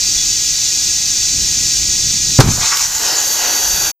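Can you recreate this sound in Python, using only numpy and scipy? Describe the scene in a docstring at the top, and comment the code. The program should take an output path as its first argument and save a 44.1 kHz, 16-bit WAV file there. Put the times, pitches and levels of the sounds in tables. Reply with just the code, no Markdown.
"""Inner tube bursting in a yard

Compressed air hisses into a swollen inner tube leaning on a house wall, until the rubber bursts. The blast
overloads the recorder; the torn tube flaps away and the yard booms briefly. The freed hose whips about with a
swoosh, taps the ground, then lies hissing in the grass. A light wind rumbles underneath, and a quick fade ends
the scene."""
import sys
import numpy as np
from scipy import signal
from scipy.fft import rfft, irfft, next_fast_len
from scipy.io import wavfile
from scipy.ndimage import map_coordinates

SR = 44100
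rng = np.random.default_rng(int(sys.argv[2]) if len(sys.argv) > 2 else 0)


def bounce(signal):
    """Save signal as a 16-bit WAV file at the path given by the first command-line argument."""
    frames = np.transpose(np.atleast_2d(signal))
    limited = np.clip(frames, -1, 1)
    pcm = np.round(limited * 32767).astype(np.int16)
    wavfile.write(sys.argv[1], SR, pcm)


N = 176400
BURST_S, HANDOVER_S = 2.3887, .02  # at the burst, the filling hiss crosses over to the open jet

# Breeze across the yard: time_s, relative_db
WIND_LEVEL = [(0, -39), (.2, -33), (.5, -38.5), (1.27, -35), (1.4, -30), (1.7, -32), (2.1, -28.5),
              (2.35, -30), (2.77, -45), (2.85, -37), (3.05, -39), (3.15, -45), (3.6, -43), (3.7, -36),
              (3.9, -37.5)]
# Spectrum of the wind's rumble: frequency_hz, relative_db
WIND_SPECTRUM = [(15, -7), (35, 0.5), (80, -2.5), (150, -5.5), (280, -13.5), (500, -26), (1500, -52)]

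# Spectrum of the air entering the tube: frequency_hz, relative_db
FILL_SPECTRUM = [(150, -36.5), (330, -16), (430, -26.5), (520, -28.5), (800, -23.5), (1080, -31.5),
                 (1600, -22.5), (2000, -16.5), (2200, -20.5), (2450, -15), (3100, -15.5), (3700, -10),
                 (4300, -7.5), (4700, -5), (5200, -4), (5800, 0), (6800, -.5), (8000, -12), (9500, -20.5),
                 (11000, -29), (12000, -20), (14000, -17.5), (15500, -41.5)]
# Narrow resonances of valve and tube: pitch_hz, width_hz, level_db
VALVE_RESONANCES = [(2390, 100, -45), (2616, 65, -46), (2976, 54, -48), (3421, 36, -40), (4050, 90, -34.5),
                    (4600, 130, -35.5), (4720, 55, -39.5), (6380, 37, -35.5), (6780, 80, -33)]

# Hiss of the open hose: time_s, relative_db
JET_LEVEL = [(2.42, -23), (2.47, -25.5), (2.505, -18.5), (2.55, -19), (2.58, -22), (2.61, -19), (2.68, -16),
             (2.75, -21), (2.82, -17.5), (2.86, -20), (2.885, -23), (2.93, -23.5), (2.98, -21.5),
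             (3.01, -21.5), (3.05, -18.5), (3.13, -21.5), (3.22, -20), (3.4, -20.5), (3.87, -20.5)]
# Spectrum of that hiss: frequency_hz, relative_db
JET_SPECTRUM = [(2000, -48.5), (3600, -12.5), (4600, -7), (5200, -4.5), (5900, -1), (6900, 0), (7400, -4.5),
                (8000, -11), (9200, -18), (11000, -29), (15000, -56.5)]
# The jet's lower roar: time_s, relative_db
ROAR_LEVEL = [(2.52, -30.5), (2.59, -38), (2.62, -25.5), (2.66, -22.5), (2.70, -32), (2.76, -35),
              (2.81, -28), (2.88, -33), (2.97, -31), (3.07, -26), (3.17, -27.5), (3.29, -32), (3.46, -25),
              (3.6, -29.5), (3.74, -30.5), (3.87, -29)]
# Spectrum of that roar: frequency_hz, relative_db
ROAR_SPECTRUM = [(100, -34), (350, -13.5), (600, -6), (850, 1.5), (1100, 3), (1700, 2), (2500, 2),
                 (3600, 0.5), (4600, 0), (6000, -8.5), (10000, -31.5)]
# Low body of the jet blowing into grass: frequency_hz, relative_db
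GRASS_SPECTRUM = [(100, -17.5), (200, -10), (290, -1.5), (500, -3), (750, 2.5), (1000, -1), (1600, -25)]
# The jet's top sizzle: time_s, relative_db
SIZZLE_LEVEL = [(2.43, -40), (2.52, -35), (2.73, -37), (2.78, -30.5), (2.9, -35.5), (2.98, -31.5),
                (3.17, -32.5), (3.32, -27), (3.42, -31.5), (3.56, -28), (3.87, -28)]
# Spectrum of that sizzle: frequency_hz, relative_db
SIZZLE_SPECTRUM = [(6000, -35.5), (9000, -13.5), (10200, -9.5), (11000, -3), (11800, 1.5), (13200, -0.5),
                   (14000, -2), (15300, -6)]
# Lag of the roar's reflection as the nozzle moves: time_s, delay_ms
REFLECTION_LAG = [(2.5, 1.1), (2.65, .65), (2.74, 0.35), (2.86, 0.81), (3.05, .88), (3.35, 0.86),
                  (3.9, 0.94)]
# Resonances of the hose lying still: pitch_hz, width_hz, level_db
NOZZLE_RESONANCES = [(3350, 120, -35), (4600, 360, -26), (5970, 470, -22.5), (6620, 380, -23.5)]
# Half-whistling spurts of air: peak_s, sigma_s, pitch_hz, width_hz, level_db
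AIR_SPURTS = [(.05, 0.045, 4760, 49.7, -24), (0.216, 0.03, 3410, 45, -25), (2.506, 0.013, 6300, 298, -19),
              (2.66, 0.027, 4350, 700, -26.5), (2.74, .03, 5400, 700, -19),
              (2.846, 0.012, 5840, 260, -17.5), (2.965, .02, 6850, 600, -20.5),
              (3.11, .035, 5130, 380, -21.5), (3.15, .035, 4520, 254, -25.5), (3.19, 0.024, 6840, 700, -18),
              (3.26, 0.023, 6280, 350, -22)]
# The jet sweeping past over the grass: time_s, level_db, centre_hz
SWOOSH_PATH = [(2.53, -49, 600), (2.58, -36, 700), (2.655, -31, 902), (2.69, -36, 1100),
               (2.728, -23.5, 1244), (2.755, -27, 1300), (2.80, -36, 1400), (2.88, -48, 1400)]
# The hose end striking the ground: peak_s, level_db
GROUND_TICKS = [(2.772, -6.5), (2.921, -15), (2.951, -13), (2.998, -17)]
# Spectrum of those ticks: frequency_hz, relative_db
TICK_SPECTRUM = [(400, -16), (1500, -6.5), (6000, -1.5), (9000, -11), (15000, -15)]

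# Flaps of the torn rubber flying off: start_s, level_db, pitch_hz
RUBBER_FLAPS = [(2.441, -6, 135), (2.4602, -7.5, 118), (2.475, -10, 105), (2.4868, -4.5, 120),
                (2.506, -12.5, 130), (2.518, -18, 100), (2.538, -19, 110), (2.565, -19, 123.6),
                (2.582, -19, 140), (2.611, -20.5, 125), (2.632, -22, 100)]
# Spectrum of each flap's dull smack: frequency_hz, relative_db
SMACK_SPECTRUM = [(150, -4), (320, -2), (500, -15.5), (900, -13.5), (1300, -19.5), (3000, -22.5),
                  (9000, -44)]
# Spectrum of the rubber ripping open: frequency_hz, relative_db
RIP_SPECTRUM = [(100, -13.5), (250, -2), (380, 2.5), (500, -8.5), (750, -8), (980, -3.5), (1150, -9),
                (1350, 1.5), (1700, -10.5), (3000, -15), (6000, -9), (9000, -23.5), (15000, -31.5)]
# The yard's low boom: frequency_hz, relative_db
BOOM_SPECTRUM = [(25, 2), (70, -4), (110, -3.5), (170, -5.5), (290, -13), (500, -22), (1500, -62)]
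# The yard's shorter slap: frequency_hz, relative_db
SLAP_SPECTRUM = [(100, -12), (350, 10.5), (600, -5.5), (950, 8.5), (1300, -20), (3000, -16.5), (9000, -27)]

# Likeness of rushing air at the two microphones: frequency_hz, coherence
AIR_COHERENCE = [(30, 0.95), (200, 0.97), (3500, .999), (5000, 0.91), (6800, 1), (8000, 0.88), (10200, .55),
                 (11500, .8), (15000, 1)]
# Likeness of the bang and impacts at the two microphones: frequency_hz, coherence
BANG_COHERENCE = [(100, .999), (1500, 0.97), (4000, 0.99), (8000, .8), (14000, 0.039)]
# Balance of the hiss across the pair: frequency_hz, left_minus_right_db
MIC_BALANCE = [(100, .1), (4000, 0), (5500, .5), (6700, 0), (8500, -2), (9900, -4.5), (11000, -2),
               (12200, -2), (13800, .5)]
# Phase of the hiss across the pair: frequency_hz, left_lead_rad
MIC_PHASE = [(100, 0), (3800, 0), (5000, .3), (7500, .36), (9300, .65), (10100, 1.5), (11500, 1.95),
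             (13000, 2.15), (15000, 2.4)]


def amp(db):
    """Decibels to gain."""
    return 10 ** (np.asarray(db) / 20)


def clock():
    """Time of every sample in seconds."""
    return np.arange(N) / SR


def at_frequency(points, hz):
    """Read (frequency_hz, value) points on a log frequency axis."""
    knots_hz, values = np.transpose(points)
    return np.interp(np.log(hz + 1), np.log(knots_hz + 1), values)


def curve(rows, column=1):
    """One column of a timed table, interpolated to every sample."""
    columns = np.transpose(rows)
    return np.interp(clock(), columns[0], columns[column])


def wobble(rate_hz):
    """A smooth random curve with rate_hz knots a second."""
    return map_coordinates(rng.standard_normal(1024), [clock() * rate_hz], mode="wrap")


def ramp(start_s, rise_s):
    """A straight rise from 0 to 1."""
    return np.clip((clock() - start_s) / rise_s, 0, 1)


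def puff(peak_s, rise_s, t60_s):
    """Envelope that swells up to peak_s and then dies away."""
    t = clock() - peak_s
    return np.exp(np.minimum(t, 0) / rise_s - np.log(1000) * np.maximum(t, 0) / t60_s)


def filtered(x, response):
    """Pass x through a gain given as a function of frequency."""
    size = next_fast_len(N + SR // 2)
    return irfft(rfft(x, size) * response(np.fft.rfftfreq(size, 1 / SR)), size)[..., :N]


def rush(spectrum, coherence):
    """Stereo turbulence noise whose mid signal has rms 1."""
    def mid_side_gains(hz):
        spread_rad = np.arccos(np.clip(at_frequency(coherence, hz), -.95, 1)) / 2
        return amp(at_frequency(spectrum, hz)) * np.array([np.ones_like(hz), np.tan(spread_rad)])

    mid, side = filtered(rng.standard_normal((2, N)), mid_side_gains)
    return np.array([mid + side, mid - side]) / np.std(mid)


def band(centre_hz, width_hz):
    """A band of noise of rms 1 round a steady or moving centre."""
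    a, b = filtered(rng.standard_normal((2, N)), lambda hz: 1 / (1 + (2 * hz / width_hz) ** 2))
    phase = 2 * np.pi * np.cumsum(centre_hz * np.ones(N)) / SR
    noise = a * np.cos(phase) + b * np.sin(phase)
    return noise / np.sqrt(np.mean(noise ** 2) + 1e-20)


def ringing(resonances):
    """Resonances blown by turbulent air."""
    return sum(amp(db) * band(hz, width_hz) for hz, width_hz, db in resonances)


def wind(trim_db=-.5):
    """A light breeze lays a low, lumpy rumble under the yard."""
    return amp(curve(WIND_LEVEL) + trim_db + wobble(10)) * rush(WIND_SPECTRUM, AIR_COHERENCE)


def wall_scatter(air, level_db=-12, t60_s=.09):
    """The siding of the house wall, right by the tube, adds dense, short reflections."""
    t = np.arange(SR // 16) / SR
    tail = rng.standard_normal(len(t)) * np.exp(-np.log(1000) * t / t60_s)
    tail /= np.linalg.norm(tail)
    return air + amp(level_db) * signal.fftconvolve(air, tail[None], axes=1)[:, :N]


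def microphone_pair(hz):
    """Left and right responses: the two microphones differ in level and phase."""
    half = np.array([[.5], [-.5]])
    return amp(half * at_frequency(MIC_BALANCE, hz)) * np.exp(1j * half * at_frequency(MIC_PHASE, hz))


def filling(hiss_db=-15.5, waver_db=.3):
    """Air hisses steadily through the valve and rings its resonances, until the burst."""
    hiss = amp(hiss_db) * rush(FILL_SPECTRUM, AIR_COHERENCE) + ringing(VALVE_RESONANCES)
    return amp(waver_db * wobble(14)) * hiss * (1 - ramp(BURST_S, HANDOVER_S))


def hose_jet(hiss_db=2, roar_db=2.5, grass_db=-4, sizzle_db=7, settled_db=-2.5, reflection_gain=.4):
    """The open jet swings about, its roar combed by a shifting reflection, then settles and rings."""
    settled = ramp(2.93, rise_s=.57)
    in_grass = ramp(2.84, rise_s=.21)
    hiss_gain = amp(curve(JET_LEVEL) + hiss_db + settled_db * settled + .5 * wobble(35))
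    hiss = hiss_gain * rush(JET_SPECTRUM, AIR_COHERENCE)
    roar = amp(curve(ROAR_LEVEL) + roar_db + .5 * wobble(25)) * rush(ROAR_SPECTRUM, AIR_COHERENCE)
    roar += amp(curve(ROAR_LEVEL) + grass_db) * in_grass * rush(GRASS_SPECTRUM, AIR_COHERENCE)
    sizzle = amp(curve(SIZZLE_LEVEL) + sizzle_db) * rush(SIZZLE_SPECTRUM, AIR_COHERENCE)
    earlier = np.arange(N) - curve(REFLECTION_LAG) * SR / 1000
    reflection = np.array([map_coordinates(channel, [earlier]) for channel in roar])
    jet = hiss + roar - reflection_gain * reflection + sizzle
    return jet * ramp(BURST_S, HANDOVER_S) + settled * ringing(NOZZLE_RESONANCES)


def spurts():
    """The rushing air catches a pitch for a moment."""
    return sum(amp(db) * np.exp(-.5 * ((clock() - peak_s) / sigma_s) ** 2) * band(hz, width_hz)
               for peak_s, sigma_s, hz, width_hz, db in AIR_SPURTS)


def swoosh(upper_ratio=1.7, upper_db=2.5):
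    """Two bands of turbulence rise in pitch as the hose whips past the microphones."""
    level_db, centre_hz = curve(SWOOSH_PATH), curve(SWOOSH_PATH, column=2)
    gate = ramp(SWOOSH_PATH[0][0], .023) * (1 - ramp(SWOOSH_PATH[-1][0], .05))
    upper = amp(upper_db) * band(upper_ratio * centre_hz, width_hz=1400)
    lower = band(centre_hz, width_hz=480)
    return gate * amp(level_db) * (lower + upper)


def hose_ticks():
    """The whipping hose end strikes the ground with sharp ticks."""
    strikes = sum(amp(db) * puff(peak_s, rise_s=.00026, t60_s=.008) for peak_s, db in GROUND_TICKS)
    return strikes * rush(TICK_SPECTRUM, BANG_COHERENCE)


def flapping(rise_s=.0032, smack_db=-12):
    """The slack rubber flies off with soft, low thumps, each with a dull smack."""
    thumps, smack_envelope = np.zeros(N), np.zeros(N)
    for start_s, db, hz in RUBBER_FLAPS:
        t = np.maximum(clock() - start_s, 0)
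        thumps -= amp(db) * t / rise_s * np.exp(1 - t / rise_s) * np.sin(2 * np.pi * hz * t)
        smack_envelope += amp(db + smack_db) * puff(start_s, rise_s, t60_s=.064)
    return thumps + smack_envelope * rush(SMACK_SPECTRUM, BANG_COHERENCE)


def burst(blast_db=31, blast_s=.0026, cavity_db=30, cavity_hz=123, cavity_t60_s=.031):
    """A pressure pulse escapes, the air in the tube swings, the rubber rips and the yard answers."""
    t = np.maximum(clock() - BURST_S, 0)
    blast = -amp(blast_db) * (1 - t / blast_s) * np.exp(-t / blast_s)
    since_blast = np.maximum(t - blast_s, 0)
    cavity_decay = np.exp(-np.log(1000) * since_blast / cavity_t60_s)
    cavity = amp(cavity_db) * np.sin(2 * np.pi * cavity_hz * since_blast) * cavity_decay
    torn_s, rise_s = BURST_S + .012, .0025
    rip = amp(4.5) * puff(torn_s, rise_s, t60_s=.064) * rush(RIP_SPECTRUM, BANG_COHERENCE)
    boom = amp(-14.5) * puff(torn_s, rise_s, t60_s=.62) * rush(BOOM_SPECTRUM, BANG_COHERENCE)
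    slap = amp(-21.5) * puff(torn_s, rise_s, t60_s=.44) * rush(SLAP_SPECTRUM, BANG_COHERENCE)
    return (t > 0) * (blast + cavity + rip + boom + slap)


def scene():
    """The yard as heard from the microphone pair."""
    air = wall_scatter(filling() + hose_jet() + spurts() + swoosh())
    return filtered(air, microphone_pair) + burst() + flapping() + hose_ticks() + wind()


def record(dry):
    """The recorder clips hard on the blast and keeps nothing above its band limit; the sound then fades out
    quickly."""
    ceiling, band_limit_hz = .97, 15550
    clipped = np.clip(dry, -ceiling, ceiling)
    fade_out = np.sqrt(1 - ramp(3.875, .042))
    return filtered(clipped * fade_out, lambda hz: hz < band_limit_hz)


dry = scene()
out = record(dry)
bounce(out)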